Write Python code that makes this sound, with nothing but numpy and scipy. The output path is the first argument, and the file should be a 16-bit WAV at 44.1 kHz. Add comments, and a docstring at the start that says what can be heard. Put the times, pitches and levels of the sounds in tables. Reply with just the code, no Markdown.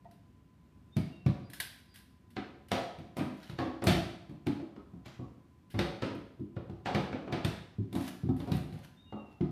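"""A concrete garage, where a steel pry bar works the lid off a long wooden crate. Filtered noise makes the far
traffic rumble, three steady tones a thin throbbing whine near 1 kHz, gliding sines the bird whistling outside.
Damped modes make the box thuds, board knocks and a hollow tap; shaped clicks make the fibre cracks and dry snaps;
uneven noise makes the short scrapes and one long faint rub. Decaying noise makes the room ring."""
import sys
import numpy as np
from scipy import signal
from scipy.fft import rfft, irfft, next_fast_len
from scipy.io import wavfile
from scipy.ndimage import map_coordinates

SR = 44100
rng = np.random.default_rng(int(sys.argv[2]) if len(sys.argv) > 2 else 0)


def generate_wav(sig):
    """Save sig (samples, or channels by samples) to the path in sys.argv[1] as 16-bit PCM at SR."""
    pcm = np.round(np.clip(np.atleast_2d(sig).T, -1, 1) * 32767).astype(np.int16)
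    wavfile.write(sys.argv[1], SR, pcm)


N = 419391  # length in samples

# ring time of the room by band: f/Hz, t60/s
GARAGE_T60 = [(60, 0.26), (200, 0.61), (600, 0.68), (2000, 0.65), (6000, 0.62), (14000, 0.44)]
# colour of the still garage air: f/Hz, level/dB per Hz
AIR_COLOUR = [(15, -75), (30, -19.5), (57, -3), (129, -6.5), (260, -9.5), (492, -27.5), (1000, -31.5),
              (2500, -38), (5500, -46.5), (15300, -53)]
AIR_DB = -60
# thin steady tones that beat together: f/Hz
WHINE_HZ = (997.2, 1009.2, 1017.15)
# their loudness, in the same order: level/dB
WHINE_DB = (-98.5, -80, -83.5)
WHINE_IN_STEP_S = 0.26

# pitch glide of the bird's rising note: t/s after its start, f/Hz
RISING = [(0, 3560), (.06, 3730), (.28, 3760)]
# pitch glide of its falling note: t/s after its start, f/Hz
FALLING = [(0, 2830), (.08, 2815), (.24, 2705), (.33, 2685)]
# pitch glide of its peep: t/s after its start, f/Hz
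PEEP = [(0, 4780), (.085, 4820)]
# a two-note call given twice and two short peeps: glide, start t/s, loudest t/s after the start, level/dB
BIRD_NOTES = [(RISING, .912, 0.02, -69.5), (FALLING, 1.01, 0.14, -68), (PEEP, 1.43, .04, -70),
              (PEEP, 1.88, .04, -75), (RISING, 8.96, 0.061, -69), (FALLING, 9.055, .13, -65)]
GROW_DB_PER_S, DIE_DB_PER_S, FLUTTER_DB = 72, 62, 3

# modes of a small hollow thing nudged early on: f/Hz, level/dB, t60/s
HOLLOW_MODES = [(678, -50, 0.22), (926, -57, 0.15), (1880, -68, 0.16)]
HOLLOW_S = 0.052

# the bar sliding on the boards: start t/s, strongest t/s, end t/s, rasp level/dB, fine hiss over it level/dB
# (a row that ends before it starts makes no sound)
SCRAPES = [(1.488, 1.54, 1.8, -66, -0.5), (3.332, 3.499, 3.56, -58.5, -12), (5.044, 5.055, 5.2, -52, -21.5),
           (5.7, 5.778, 5.69, -29, -20), (7, 7.01, 6.1, -48, -24), (7.142, 7.147, 10.4, -74, -25),
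           (7.948, 8.105, 8.103, -45.5, -7.5), (8.372, 8.397, 8.8, -59.5, -7),
           (8.532, 8.572, 8.59, -56.5, 1), (8.727, 8.846, 8.905, -61, -9), (9.251, 9.31, 9.39, -68.5, -13)]
# colour of steel on grain: f/Hz, level/dB per Hz
RASP_COLOUR = [(350, -38), (600, -8), (688, -2.5), (1010, -13.5), (1380, -5), (4020, -12), (7500, -22.5),
               (9750, -43), (16500, -120)]
SWELL_DB, FADE_DB = 11, 21  # a stroke starts and ends this far under its strongest

# light dry snaps that hardly move the wood: t/s, level/dB, splinters over it level/dB, room share level/dB
# (function trims are added to these levels)
SNAPS = [(0.1106, -58, -8.5, -1), (1.4987, -48.5, -6, -3), (1.5324, -38.5, -7, 0.5), (1.6, -24.5, -8, -3),
         (1.9398, -49, -7.5, 12), (1.957, -47, -6, -2.5), (2.3027, -59, -7, 4), (2.6832, -51, -7.5, 1),
         (3.3707, -56.5, -17, -2), (3.4278, -45.5, -17, 3.5), (5.7, -48.5, -9.5, 18),
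         (8.3634, -53.5, -6, 4)]
# colour of a dry snap: f/Hz, level/dB per Hz
SNAP_COLOUR = [(600, -15), (1350, -14), (1500, -4), (1640, 1.5), (1800, -9), (3500, -5.5), (5200, -9.5),
               (7500, -27.5), (16500, -50)]
SNAP_HZ = 1960  # clear note in the snap

# the bar strikes or levers the crate: t/s, thud level/dB, then over the thud: boom level/dB, knock level/dB,
# crack level/dB, splinters level/dB; then box note f/Hz, crack note f/Hz, room share level/dB
# (function trims are added to these levels)
BLOWS = [(0.044, -64, 4.5, -1, -13, -24, 221, 1810, 3),
         (0.965, -28.5, 1.5, -14.5, -18, -23.5, 252, 2300, 1),
         (1.261, -25.5, 2.5, -14.5, -21, -35.5, 221, 2300, 1),
         (2.365, -31, -16, -8, -11, -42, 294, 2090, 2.1), (2.715, -29, -8.5, 0, -5, -17, 244, 3440, 4.5),
         (2.984, -44.5, -2, -15, -15, -27, 256, 2340, 5.3),
         (3.166, -31, -15, -7, -16.5, -20.5, 237, 2090, 8.7),
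         (3.191, -29.5, -6, -16, -15, -49, 232, 2400, 5.4), (3.495, -46, 3, -7, -7, -23, 221, 3870, 2.6),
         (3.586, -28.5, -10, -5.5, -12, -34, 279, 1730, 7.8),
         (3.82, -29.5, -13, -8.5, -16.5, -40.5, 345, 1480, 3), (3.838, -46, 3, 10, -3, 3, 221, 1970, 2.5),
         (3.868, -20.5, -3, -7, -7.5, -16.5, 257, 3580, 6.5),
         (4.293, -40.5, -5.5, -18, -24.5, -34, 224, 2260, 5.6),
         (4.466, -22.5, -12, -18.5, -21.5, -33.5, 346, 2270, 1.7),
         (4.597, -36.5, -17.5, -14, -25, -65, 339, 2020, 2.8),
         (4.761, -40.5, -17, -13, -22.5, -46, 264, 1360, 1.9),
         (4.934, -46, -0.5, -17, -32, -49, 221, 1440, 2.3),
         (5.058, -47.5, -3.5, -8, -9.5, -18, 326, 2350, 2.4),
         (5.191, -37.5, -4.5, -13.5, -35, -59, 256, 1590, 4.9),
         (5.741, -31.5, -2.5, -12, -20.5, -42, 237, 2130, 8.4),
         (5.789, -28.5, -5, -3.5, -5, -22, 304, 3700, 2.9),
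         (6.02, -31.5, -6, -2.5, -8, -31.5, 304, 1370, 6.8),
         (6.148, -38.5, -20, -24, -39, -29, 346, 1440, 1.1),
         (6.395, -32.5, -9.5, -29, -43.5, -49.5, 338, 1610, 3),
         (6.564, -38, 0, -5.5, -15.5, -54.5, 339, 1440, 4), (6.695, -40, -1, -13, -24.5, -40, 333, 1450, 2),
         (6.857, -35, -7.5, 3.5, -3, -27.5, 296, 1690, 8.8),
         (6.946, -24, -8.5, -7, -11, -31.5, 255, 2260, 4.7),
         (7.127, -30.5, -12.5, -7.5, -14.5, -48.5, 223, 2270, 6.2),
         (7.275, -36, -12, -8.5, -18, -56, 353, 2480, 4.7),
         (7.323, -29, -7.5, -6, -10.5, -31.5, 345, 2320, 4.8),
         (7.446, -30.5, 1, -9, -6, -16, 325, 3630, 1.7), (7.784, -32.5, 1, -33, -51, -50, 252, 2320, 2.5),
         (7.926, -32.5, -9, -18, -21.5, -22.5, 258, 3640, 3.6),
         (7.95, -27.5, -7, -13, -21.5, -24, 256, 3670, 4.6),
         (8.234, -32, -0.5, -28, -40, -54, 240, 1440, 5.3),
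         (8.288, -22.5, -7, -20.5, -40, -51, 239, 3570, 1.1),
         (8.4, -38, -0.5, -8.5, -16, -29, 256, 3590, 2.6),
         (8.472, -34.5, -6.5, -6, -22, -31, 258, 1470, 7.3),
         (8.516, -27.5, 0, -14.5, -16, -25, 260, 3860, 2.1),
         (8.723, -46, 5.5, -8, -13.5, -22.5, 248, 4100, 9),
         (9.123, -34.5, -13, -9, -26, -61, 221, 1370, 3.3),
         (9.407, -24, -5.5, -23, -31, -53, 342, 2100, 3.3)]
# modes of the crate's long walls: f/Hz, level/dB, t60/s
BOOM_MODES = [(68.8, -19, 0.36), (104.5, -7.5, 0.17), (125, -1.5, 0.13), (148.8, 0.5, 0.11),
              (180.2, -1, 0.12)]
# modes of the crate's hollow: f/Hz, level/dB, t60/s
BOX_MODES = [(205.2, 0.5, 0.18), (256, 4.5, 0.12), (291, 0.5, 0.15), (340.2, 3, 0.13), (384.2, -8, 0.19)]
# modes of the lid boards: f/Hz, level/dB, t60/s
BOARD_MODES = [(471, 8, 0.014), (566.6, -1, 0.028), (647, -4.5, 0.032), (720, 3, 0.023), (828.4, -6, 0.032),
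               (952, -3.5, 0.029), (1109, -7.5, 0.039), (1235, -14, 0.1)]
KNOCK_HZ = 630  # the boards' favoured note
# colour of splitting fibre: f/Hz, level/dB per Hz
CRACK_COLOUR = [(760, -31), (1300, 0), (1740, 0), (1890, -0.5), (2690, -1.5), (2980, -2), (4390, -4.5),
                (7500, -21.5), (9750, -22), (16500, -120)]
# colour of the finest splinters: f/Hz, level/dB per Hz
SPLINTER_COLOUR = [(5000, -28), (7000, -14), (8400, -4), (10500, -1), (12500, -3), (14300, -7),
                   (15800, -18)]
LEAD_DB, LEAD_S = -6.5, 0.0032  # faint noise before each crack: end level over the listed crack, growth time
LAG_S = 0.002  # knock, crack and splinters start this much after the listed time
RISE_S_PER_DB = 0.0038 * 0.01  # a crack builds slower for each dB of its listed level away from the thud
TILT_DB, TILT_FOLLOWS = 2, 0.21  # crack tilt in dB per octave; growth per dB of splinters over crack
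AFTER_PER_S, AFTER_DB, AFTER_S = 53, -21.5, 0.12  # late fibre clicks: rate, greatest start level, decay time
WASH_DB, WASH_GAP_S = 1.5, 0.004  # the walls return this much less of a crack, after this gap
PING = 0.17  # clear note against the clicks, before the crack is coloured

TOP_HZ = 15350  # upper band limit


def amp(db):
    """Turn dB into a linear gain."""
    return 10 ** (np.asarray(db) / 20)


def unit(x):
    """Bring a sound to an RMS of one."""
    return x / np.sqrt(np.mean(x ** 2) + 1e-20)


def along(points, hz):
    """Read a curve of (f/Hz, value) points on a log frequency axis."""
    f, value = np.transpose(points)
    return np.interp(np.log(hz + 1), np.log(f + 1), value)


def wobble(rate, size):
    """A smooth random curve with this many knots a second."""
    knots = rng.standard_normal(int(size * rate / SR) + 4)
    return map_coordinates(knots, [np.arange(size) * rate / SR])


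def coloured(x, spectrum):
    """Filter x with a minimum-phase response, so that the colour never smears ahead of an attack."""
    m = next_fast_len(len(x) + 4096)
    gain = amp(along(spectrum, np.fft.rfftfreq(m, 1 / SR)))
    cepstrum = irfft(np.log(gain + 1e-6), m)
    # folding the cepstrum forward makes the filter causal
    cepstrum[1:m // 2] *= 2
    cepstrum[m // 2 + 1:] = 0
    return irfft(rfft(x, m) * np.exp(rfft(cepstrum)), m)[:len(x)]


def garage(wet_db, gap, direct=1):
    """A fresh room answer: the direct sound, then a noise tail whose bands die at their own speeds."""
    hz, t, bands = signal.stft(rng.standard_normal(SR), SR, nperseg=256)
    decay = amp(-60 * t / along(GARAGE_T60, hz)[:, None])
    tail = signal.istft(bands * decay, SR, nperseg=256)[1][:SR]
    tail = tail * (1 - np.exp(-(np.arange(SR) / SR / gap) ** 2))  # walls answer after a short gap
    tail = amp(wet_db) * tail / np.linalg.norm(tail)
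    tail[0] = direct
    return tail


def ring(modes, t, attack, focus_hz=None):
    """Damped modes at new strengths and slightly new pitches, as if each hit lands on another spot."""
    hz, db, t60 = np.transpose(modes)[:, :, None]
    chance = rng.standard_normal((len(modes), 2))
    if focus_hz:
        db = db - 8 * np.abs(np.log2(hz / focus_hz))  # the spot favours the modes near one note
    level = amp(db + 3.0 * chance[:, :1] - 60 * t / t60)
    detuned_hz = hz * (1 + 0.023 * chance[:, 1:])
    modes_sum = np.sum(level * np.sin(2 * np.pi * detuned_hz * t), 0)
    return modes_sum * (1 - np.exp(-t / attack))


def edges(t, start, end):
    """Fade a sound in and out over 18 ms so that it has no clicks at its ends."""
    return np.clip(np.minimum(t - start, end - t) / 0.018, 0, 1)


def add_at(out, sample, sound):
    """Lay a sound into the track from this sample on."""
    out[sample:][:len(sound)] += sound


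def mix(parts, levels_db):
    """Sum the parts, each set by the loudness of its first 40 ms."""
    loudness = np.sqrt(np.mean(parts[:, :SR // 25] ** 2, axis=1))
    return amp(levels_db) / loudness @ parts


def air():
    """Far rumble and hiss that swell slowly, and the beating whine of some appliance."""
    swell = amp(AIR_DB + 0.73 * wobble(7.8, size=N))
    noise = swell * unit(coloured(rng.standard_normal(N), AIR_COLOUR))
    t = np.arange(N) / SR - WHINE_IN_STEP_S
    whine = sum(amp(db) * np.sqrt(2) * np.cos(2 * np.pi * hz * t) for hz, db in zip(WHINE_HZ, WHINE_DB))
    return noise + whine


def bird():
    """Pure whistled notes from outdoors: gliding sines with a fluttering level, sent through the room."""
    out = np.zeros(N + 2 * SR)
    for glide, start, loudest, db in BIRD_NOTES:
        knots_s, knots_hz = np.transpose(glide)
        t = np.arange(0, knots_s[-1], 1 / SR)
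        level_db = db - np.maximum(GROW_DB_PER_S * (loudest - t), DIE_DB_PER_S * (t - loudest))
        level = edges(t, 0, knots_s[-1]) * amp(level_db + FLUTTER_DB * wobble(41.7, size=len(t)))
        phase = 2 * np.pi * np.cumsum(np.interp(t, knots_s, knots_hz)) / SR
        note = level * np.sqrt(2) * np.sin(phase)
        add_at(out, round(start * SR), signal.fftconvolve(note, garage(wet_db=-4.0, gap=0.005)))
    return out[:N]


def hollow():
    """One faint pitched tap: a few damped modes of a small cavity, rattling in level."""
    tap = ring(HOLLOW_MODES, np.arange(SR // 3) / SR, attack=0.002)
    tap = tap * (1 + 0.38 * wobble(160, size=SR // 3))  # the rattle
    heard = signal.fftconvolve(tap, garage(wet_db=-9.5, gap=0.0081))
    return np.pad(heard, (round(HOLLOW_S * SR), N))[:N]


def scrapes():
    """Steel catches on the grain: dense uneven slips under each stroke."""
    out = np.zeros(N + 2 * SR)
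    for start, top, end, rasp_db, hiss_db in SCRAPES:
        t = np.arange(start, end, 1 / SR)
        under_db = np.interp(t, [start, top, end], [SWELL_DB, 0, FADE_DB])
        stroke = edges(t, start, end) * amp(rasp_db - under_db)
        unevenness_db = 3.5 * wobble(350, size=len(t)) + 2.5 * wobble(45, size=len(t))
        slips = rng.standard_normal(len(t)) * amp(unevenness_db)
        rub = unit(coloured(slips, RASP_COLOUR)) + amp(hiss_db) * unit(coloured(slips, SPLINTER_COLOUR))
        room = garage(wet_db=-2.0, gap=0.0012)
        add_at(out, round(start * SR), signal.fftconvolve(stroke * rub, room / np.linalg.norm(room)))
    return out[:N]


def late_clicks(t):
    """Envelope of small fibres that go on parting after a crack, ever weaker."""
    chance = rng.random((2, len(t)))
    starts = (chance[0] < AFTER_PER_S / SR) * chance[1] * amp(AFTER_DB) * np.exp(-t / AFTER_S)
    return signal.lfilter([1], [1, -np.exp(-1 / (0.0014 * SR))], starts)  # decay time 1.4 ms


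def crack(room_db, spectrum, tilt_db, crack_hz, rise_s):
    """A snap that builds in a moment and breaks into fibre clicks, and its splinters, with a room wash."""
    t = np.arange(SR // 3) / SR
    clicks = rng.standard_normal(SR) * amp(0.78 * wobble(500, size=SR))
    decay = amp(-60 * t / 0.014) + 0.095 * np.exp(-t / 0.034) + late_clicks(t)
    clicks[:len(t)] *= (1 - np.exp(-(t / rise_s) ** 2)) * decay
    clicks[len(t):] = 0
    clicks /= np.linalg.norm(clicks)
    wash = garage(room_db - WASH_DB, gap=WASH_GAP_S, direct=0)

    # the splitting piece has a few chance resonances and one clear note, strongest up close
    grid_hz = np.geomspace(600, 16000, num=90)
    colour_db = along(spectrum, grid_hz) + tilt_db * np.log2(grid_hz / 2800)
    colour_db = colour_db + 1.6 * rng.standard_normal(len(grid_hz))
    colour_db = colour_db + 4 * np.exp(-(np.log2(grid_hz / crack_hz) / 0.1) ** 2)
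    ping = np.zeros(SR)
    ping_level = (1 - np.exp(-(t / 0.0012) ** 2)) * amp(-60 * t / 0.019)
    ping[:len(t)] = ping_level * np.sin(2 * np.pi * crack_hz * t)
    raw = clicks + PING * ping / np.linalg.norm(ping) + wash
    body = coloured(raw, np.transpose([grid_hz, colour_db]))
    splinters = coloured(1.3 * clicks + wash, SPLINTER_COLOUR)
    return np.array([body, splinters])


def snaps():
    """Thin bright fibre snaps with a ring at the low edge of their band and no box behind them."""
    out = np.zeros(N + 2 * SR)
    for s, db, splinter_db, room_db in SNAPS:
        parts = crack(room_db, SNAP_COLOUR, 0, SNAP_HZ, rise_s=0.0028)
        add_at(out, round(s * SR), amp(db - 14.5) * mix(parts, [0, splinter_db + 4.0]))
    return out[:N]


def lead_in(level_db):
    """A faint noise that swells exponentially for a few milliseconds and stops short."""
    size = SR // 40
    before_end = np.arange(size)[::-1] / SR
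    noise = unit(coloured(rng.standard_normal(size), RASP_COLOUR))
    return amp(level_db) * noise * np.exp(-before_end / LEAD_S)


def blows():
    """Each contact booms and thuds the box, knocks the boards and cracks fibres."""
    out, t = np.zeros(N + 2 * SR), np.arange(SR // 3) / SR
    for s, db, boom_db, knock_db, crack_db, splinter_db, thud_hz, crack_hz, room_db in BLOWS:
        boom = ring(BOOM_MODES, t, attack=0.0094)
        thud = ring(BOX_MODES, t, attack=0.014, focus_hz=thud_hz)
        knock = ring(BOARD_MODES, t, attack=0.0023, focus_hz=KNOCK_HZ)
        box_room = garage(room_db - 7, gap=0.0091)
        board_room = garage(room_db + 1.0, gap=0.0063)
        rooms = np.array([box_room, box_room, board_room])
        wood = signal.fftconvolve(np.array([boom, thud, knock]), rooms, axes=1)[:, :SR]

        tilt_db = TILT_DB + TILT_FOLLOWS * (splinter_db - crack_db)
        fibres = crack(room_db, CRACK_COLOUR, tilt_db, crack_hz, RISE_S_PER_DB * abs(crack_db))
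        heard = np.vstack([wood, fibres])
        heard[2:] = np.roll(heard[2:], round(LAG_S * SR), axis=1)  # knock, crack and splinters
        over_db = [boom_db + 7.5, 0, knock_db + 3, crack_db + 3.5, splinter_db - 2.0]
        add_at(out, round(s * SR), amp(db - 7.5) * mix(heard, over_db))

        lead = lead_in(db + crack_db + LEAD_DB)
        add_at(out, round((s + LAG_S) * SR) - len(lead), lead)  # ends where the crack starts
    return out[:N]


def scene():
    """Layer everything from the background to the pry bar, in mono."""
    return (air() + bird() + hollow() + scrapes() + snaps() + blows())[None]


def record(dry):
    """The microphone drops the deepest bass; nothing passes above the band limit."""
    low_cut = signal.butter(5, 56, "high", fs=SR, output="sos")
    dry = signal.sosfilt(low_cut, dry)
    m = next_fast_len(N + SR)
    in_band = np.fft.rfftfreq(m, 1 / SR) < TOP_HZ
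    return irfft(rfft(dry, m) * in_band, m)[:, :N]


dry = scene()
out = record(dry)
generate_wav(out)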